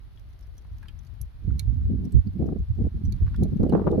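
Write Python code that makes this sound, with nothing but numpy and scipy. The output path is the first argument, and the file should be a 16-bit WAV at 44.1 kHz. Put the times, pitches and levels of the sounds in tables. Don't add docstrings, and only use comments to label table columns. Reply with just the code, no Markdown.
import sys
import numpy as np
from scipy import signal
from scipy.fft import rfft, irfft, next_fast_len
from scipy.io import wavfile
from scipy.ndimage import uniform_filter1d, map_coordinates

SR = 44100
rng = np.random.default_rng(int(sys.argv[2]) if len(sys.argv) > 2 else 0)


def dump_mix(stems):
    frames = np.atleast_2d(stems).T
    limited = np.clip(frames, -1, 1)
    pcm = np.round(limited * 32767).astype(np.int16)
    wavfile.write(sys.argv[1], SR, pcm)


N = 176400
TOP_HZ = 16200
WIND_ALIKE = 0.34


def amp(db):
    return 10 ** (np.asarray(db) / 20)


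def unit(x):
    return x / np.sqrt(np.mean(x ** 2) + 1e-20)


def pan(left_right_db):
    return amp(np.vstack([left_right_db, -left_right_db]) / 2)


def curves(rows):
    time_s, *columns = np.transpose(rows)
    return [np.interp(np.arange(N) / SR, time_s, column) for column in columns]


def wobble(rate_hz):
    knots = rng.standard_normal(int(N * rate_hz / SR) + 4)
    return map_coordinates(knots, [np.arange(N) * rate_hz / SR])


def filtered(x, response):
    size = next_fast_len(N + SR // 2)
    spectrum = rfft(x, size) * response(np.fft.rfftfreq(size, 1 / SR))
    return irfft(spectrum, size)[..., :N]


def colour(x, spectrum):
    points_hz, points_db = np.transpose(spectrum)

    def response(hz):
        return amp(np.interp(np.log(hz + 1), np.log(points_hz), points_db, left=-120, right=-120))

    return filtered(x, response)


def white(alike):
    shared, opposed = rng.standard_normal((2, N))
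    turn = np.arccos(np.clip(alike, -1, 1)) / 2
    return np.cos(turn) * shared + np.sin(turn) * np.array([opposed, -opposed])


def noise(spectrum, alike):
    return unit(colour(white(alike), spectrum))


def add(track, start_s, sound):
    part = track[:, max(round(start_s * SR), 0):][:, :sound.shape[-1]]
    part += sound[..., :part.shape[-1]]


def eddies(spectrum, even_s, lumps_db):
    pushes = unit(colour(white(WIND_ALIKE) * amp(lumps_db), spectrum))
    window = signal.windows.hann(int(even_s * SR))
    power = signal.fftconvolve(np.mean(pushes ** 2, axis=0), window, "same")
    return unit(pushes / np.sqrt(np.abs(power) + 1e-9))


# time_s, rumble_db, buffet_db, flutter_db
WIND_LEVELS = [(0.0, -52.5, -67, -81), (0.659, -50.5, -72.5, -69.5), (0.733, -35.5, -62, -78),
               (0.773, -47, -62.5, -81), (1.187, -46.5, -66.5, -82), (1.212, -32, -67, -72.5),
               (1.322, -52.5, -70, -82.5), (1.412, -44, -63, -74), (1.482, -25.5, -31, -60.5),
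               (1.576, -26, -43, -80), (1.601, -36, -59, -72), (1.691, -22, -43.5, -64),
               (1.746, -29.5, -40, -93.5), (1.881, -21.5, -43, -69.5), (1.906, -28, -25, -47.5),
               (1.985, -27.5, -36.5, -61.5), (2.075, -37, -30, -56), (2.115, -55, -44.5, -77.5),
               (2.15, -14, -27.5, -47.5), (2.19, -15.5, -37.5, -66.5), (2.235, -41, -67, -84),
               (2.27, -28.5, -21.5, -58), (2.31, -32.5, -58, -92), (2.365, -41.5, -30.5, -56),
               (2.424, -23.5, -25.5, -33), (2.444, -31.5, -30.5, -40), (2.559, -36.5, -31.5, -42.5),
               (2.609, -22.5, -40.5, -69), (2.669, -40.5, -67, -79.5), (2.704, -20, -49, -88),
               (2.748, -34, -54.5, -83), (2.81, -22, -24.5, -35), (2.835, -26, -34.5, -50.5),
               (2.868, -21.5, -29, -36.5), (2.903, -44, -60.5, -82), (2.958, -22.5, -33.5, -64),
               (2.998, -42.5, -42, -64), (3.053, -23, -33.5, -74), (3.148, -28.5, -38, -73),
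               (3.193, -38.5, -50, -81), (3.223, -16, -41.5, -52), (3.283, -27, -49, -80),
               (3.372, -28.5, -40.5, -73), (3.408, -18, -18, -36.5), (3.456, -30.5, -28, -42),
               (3.49, -29, -39, -55.5), (3.562, -33, -20, -47), (3.582, -38, -42.5, -60.5),
               (3.607, -19, -20.5, -33), (3.665, -31, -27, -30), (3.705, -26.5, -30, -38),
               (3.735, -44, -16.5, -32), (3.785, -32.5, -26.5, -38.5), (3.851, -30, -33.5, -39.5),
               (3.875, -31, -21.5, -35), (3.926, -28.5, -31.5, -25), (3.986, -32, -25, -28)]
# time_s, left_right_db
PORT_BALANCE = [(0.27, -2), (0.45, 4.5), (0.73, 1.5), (0.82, 10), (1.15, 10), (1.44, -6), (1.72, -10),
                (1.93, 1), (2.17, -4.5), (2.45, -0.5), (3.38, -4), (3.8, 0)]
# frequency_hz, density_db
BREEZE_SPECTRUM = [(15, -11.5), (35, -1), (60, 3), (100, -10.5), (200, -26.5), (400, -42.5)]
RUMBLE_SPECTRUM = [(22, -21), (42, -7.5), (60, -1), (100, -5.5), (150, -19.5), (230, -39.5), (400, -73.5)]
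BUFFET_SPECTRUM = [(70, -19.5), (135, 2), (200, 6), (270, -3.5), (380, -30), (600, -54.5)]
CHURN_SPECTRUM = [(150, -32), (270, -1.5), (340, -0.5), (410, -5.5), (520, -27.5), (800, -65)]
FLUTTER_SPECTRUM = [(200, -28.5), (350, -2.5), (460, 3), (600, -5), (780, -12.5), (1000, -31), (1250, -34),
                    (1800, -49)]
BREEZE_DB = -44
RUMBLE_OFFSET_DB, BUFFET_OFFSET_DB, CHURN_OFFSET_DB, FLUTTER_OFFSET_DB = 1.5, 0.5, 0.5, -1.5


def wind():
    rumble_db, buffet_db, flutter_db = curves(WIND_LEVELS)
    churn_db = (buffet_db + flutter_db) / 2
    lumps = unit(wobble(70) + np.array([wobble(140), wobble(140)]))
    rumble = amp(rumble_db + RUMBLE_OFFSET_DB) * eddies(RUMBLE_SPECTRUM, even_s=0.061, lumps_db=2.14 * lumps)
    buffet = amp(buffet_db + BUFFET_OFFSET_DB) * eddies(BUFFET_SPECTRUM, even_s=0.052, lumps_db=4.8 * lumps)
    churn = amp(churn_db + CHURN_OFFSET_DB) * eddies(CHURN_SPECTRUM, even_s=0.08, lumps_db=5.2 * lumps)
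    flutter = amp(flutter_db + FLUTTER_OFFSET_DB) * eddies(FLUTTER_SPECTRUM, even_s=0.07, lumps_db=6.4 * lumps)
    breeze = amp(BREEZE_DB) * unit(colour(white(WIND_ALIKE) * amp(1.9 * lumps), BREEZE_SPECTRUM))
    side_db, = curves(PORT_BALANCE)
    large = pan(side_db) * (breeze + rumble)
    middle = pan(side_db / 2) * (buffet + churn)
    return large + middle + flutter


# time_s, level_db
HISS_COURSE = [(0, -67), (3.05, -65.5), (3.25, -62.5), (4, -64)]
# frequency_hz, density_db
HISS_SPECTRUM = [(200, -3.5), (600, 11.5), (1500, 8), (2500, 3), (4200, 2), (6200, -9), (7300, -17.5),
                 (8600, -17), (9800, -7.5), (12000, -8), (15500, -14.5)]


def hiss():
    level_db, = curves(HISS_COURSE)
    return amp(level_db + 0.31 * wobble(5)) * noise(HISS_SPECTRUM, alike=0.077)


# frequency_hz, density_db
TICK_SPECTRUM = [(1500, -5), (4500, -2), (6200, 2), (7500, -15), (8700, -13), (10500, -3), (15500, -5)]
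TICKS_PER_S, TICK_T60_S = 25, 0.023
WEAKEST_TICK_DB, TICK_SPREAD_DB = -72, 3.5


def ticking():
    strength, t = np.zeros((2, N)), np.arange(SR // 30) / SR
    grain = noise(TICK_SPECTRUM, alike=0.25)
    for when, size, side in rng.random((int(TICKS_PER_S * N / SR), 3)):
        level_db = WEAKEST_TICK_DB + TICK_SPREAD_DB * min(-np.log(1 - size), 3)
        decay = amp(level_db - 60 * t / TICK_T60_S)
        add(strength, when * N / SR, pan(3 - 10 * side) * decay)
    return strength * grain


GROUND_DB, GROUND_T60_S = -16.5, 0.08


def ground(x):
    t = np.arange(SR // 4) / SR
    tail = rng.standard_normal((2, len(t))) * amp(-60 * t / GROUND_T60_S)
    return signal.fftconvolve(x, tail / np.linalg.norm(tail[0]), axes=1)[:, :N]


# start_s, ring_db, pitch_hz, ring_t60_s, snap_db, left_right_db
FLAKE_CRACKS = [ (0.173, -56, 3300, 0.059, -75, 6.5), (0.4253, -61.5, 5440, 0.089, -86, -5),
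                (0.5794, -51.5, 5970, 0.045, -52.5, -1.5), (0.828, -49, 1620, 0.094, -54, -1.5),
                (0.883, -43.5, 3130, 0.06, -50.5, -2), (0.885, -51, 2497, 0.067, -65, 3),
                (0.9896, -50.5, 6180, 0.022, -60, -10), (1.067, -57, 4500, 0.03, -59, -5),
                (1.2133, -39.5, 11100, 0.023, -28.5, -13.5), (1.594, -29.5, 4160, 0.031, -26.5, -7.5),
                (2.0513, -52.5, 5680, 0.024, -50, -8.5), (2.1215, -55.5, 8010, 0.05, -46.5, -11),
                (2.2705, -56, 4570, 0.054, -76, -1.5), (3.0499, -52, 5840, 0.066, -59, -3.5),
                (3.1227, -44.5, 4263, 0.04, -40.5, -8), (3.3617, -51.5, 3390, 0.022, -49, -13.5),
                (3.4334, -51.5, 4135, 0.071, -38.5, -8), (3.631, -52.5, 4190, 0.028, -48, -5.5),
                (3.6947, -50, 2926, 0.055, -45, -7), (3.723, -50, 3955, .025, -53, -4.5),
                (3.9141, -56, 3665, 0.026, -51.5, -14.5)]
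# pitch_ratio, level_db (relative to the ring), t60_share
FLAKE_PARTIALS = [(0.548, -13.5, 1.7), (0.898, -15, 1.6), (1, 0.5, 0.85), (1.06, -7, 0.75),
                  (1.514, -4.5, 0.63), (2.65, -5.5, 0.28)]
# frequency_hz, density_db
SNAP_SPECTRUM = [(700, -22), (2000, -8.5), (4000, 1), (6400, -2.5), (8000, -10), (10500, 0.5), (15000, -8)]
SNAP_T60_S = 0.02
SNAP_LOW_RATIO = 0.82
RING_ATTACK_S = 0.00089
RING_ROUGH = 0.49
OVERTONE_GROWTH = 0.9
PORT_LEAD_S = 0.00004


def cracks():
    out, t = np.zeros((2, N)), np.arange(SR // 8) / SR
    snaps = noise(SNAP_SPECTRUM, alike=0.95)
    port_t = t + PORT_LEAD_S * np.array([[0], [1]])
    onset = 1 - np.exp(-t / RING_ATTACK_S)
    for start_s, ring_db, pitch_hz, t60_s, snap_db, side_db in FLAKE_CRACKS:
        ring = np.zeros((2, len(t)))
        for ratio, partial_db, share in FLAKE_PARTIALS:
            partial_hz = pitch_hz * ratio
            grit = unit(uniform_filter1d(rng.standard_normal((2, len(t))), size=40, axis=1))
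            phase = 2 * np.pi * (partial_hz * port_t + rng.random()) + RING_ROUGH * grit
            bright_db = OVERTONE_GROWTH * (snap_db - ring_db) * max(np.log2(ratio), 0)
            decay = amp(ring_db + partial_db + bright_db - 60 * t / (t60_s * share))
            ring += (partial_hz < TOP_HZ) * decay * np.sin(phase)
        burst = np.roll(snaps, -round(start_s * SR), axis=1)[:, :len(t)]
        snap = burst * amp(snap_db - 60 * t / SNAP_T60_S) / 2
        low_cut_hz = min(SNAP_LOW_RATIO * pitch_hz, TOP_HZ)
        snap = signal.sosfilt(signal.butter(2, low_cut_hz, "high", fs=SR, output="sos"), snap)
        add(out, start_s, pan(side_db) * (ring + snap) * onset)
    return out


# start_s, level_db
CRUNCH_EVENTS = [(0.648, -54.5), (0.825, -54), (0.856, -52), (1.506, -57.5), (1.812, -58), (3.264, -49),
                 (3.277, -47), (3.3435, -42)]
# frequency_hz, density_db
CRUNCH_SPECTRUM = [(600, -16.5), (1100, 4), (1450, 5.5), (2100, -2.5), (3200, -16), (6500, -25)]
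CRUNCH_ATTACK_S, CRUNCH_T60_S = 0.00073, 0.035
KNOCK_HZ, KNOCK_DB, KNOCK_T60_S = 1388, -2.5, 0.025


def crunches():
    out, t = np.zeros((2, N)), np.arange(SR // 8) / SR
    grit = noise(CRUNCH_SPECTRUM, alike=0.81)
    knock = amp(KNOCK_DB - 60 * t / KNOCK_T60_S) * np.sin(2 * np.pi * KNOCK_HZ * t)
    onset = 1 - np.exp(-t / CRUNCH_ATTACK_S)
    for start_s, level_db in CRUNCH_EVENTS:
        burst = np.roll(grit, -round(start_s * SR), axis=1)[:, :len(t)]
        crumble = burst * amp(-60 * t / CRUNCH_T60_S)
        add(out, start_s, amp(level_db) * (knock + crumble) * onset)
    return out


# start_s, level_db, left_right_db
SLAP_EVENTS = [(2.484, -37, 0), (3.631, -27, 0.5), (3.723, -22, -3), (3.732, -21, 7), (3.748, -16.5, -11),
               (3.775, -26.5, -1), (3.794, -27.5, 11), (3.816, -32.5, -11.5), (3.837, -33, -11),
               (3.868, -21.5, 17), (3.875, -28, -13.5), (3.929, -34, 3)]
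# frequency_hz, density_db
TEARING_SPECTRUM = [(150, -14), (400, 5), (780, -7.5), (1200, -14), (1700, -30), (2500, -43.5),
                    (5000, -59.5)]
SLAP_ATTACK_S, SLAP_T60_S = 0.001, 0.061


def slaps():
    strength, t = np.zeros((2, N)), np.arange(SR // 8) / SR
    onset = 1 - np.exp(-t / SLAP_ATTACK_S)
    for start_s, level_db, side_db in SLAP_EVENTS:
        decay = amp(level_db - 60 * t / SLAP_T60_S)
        add(strength, start_s, pan(side_db) * decay * onset)
    return strength * eddies(TEARING_SPECTRUM, even_s=0.0074, lumps_db=9 * wobble(400))


def scene():
    air = wind() + slaps() + hiss()
    crust = cracks() + crunches() + ticking()
    return air + crust + amp(GROUND_DB) * ground(crust)


def record(dry):
    low_cut = signal.butter(2, 21, "high", fs=SR, output="sos")
    return filtered(signal.sosfilt(low_cut, dry), lambda hz: hz < TOP_HZ)


dry = scene()
out = record(dry)
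dump_mix(out)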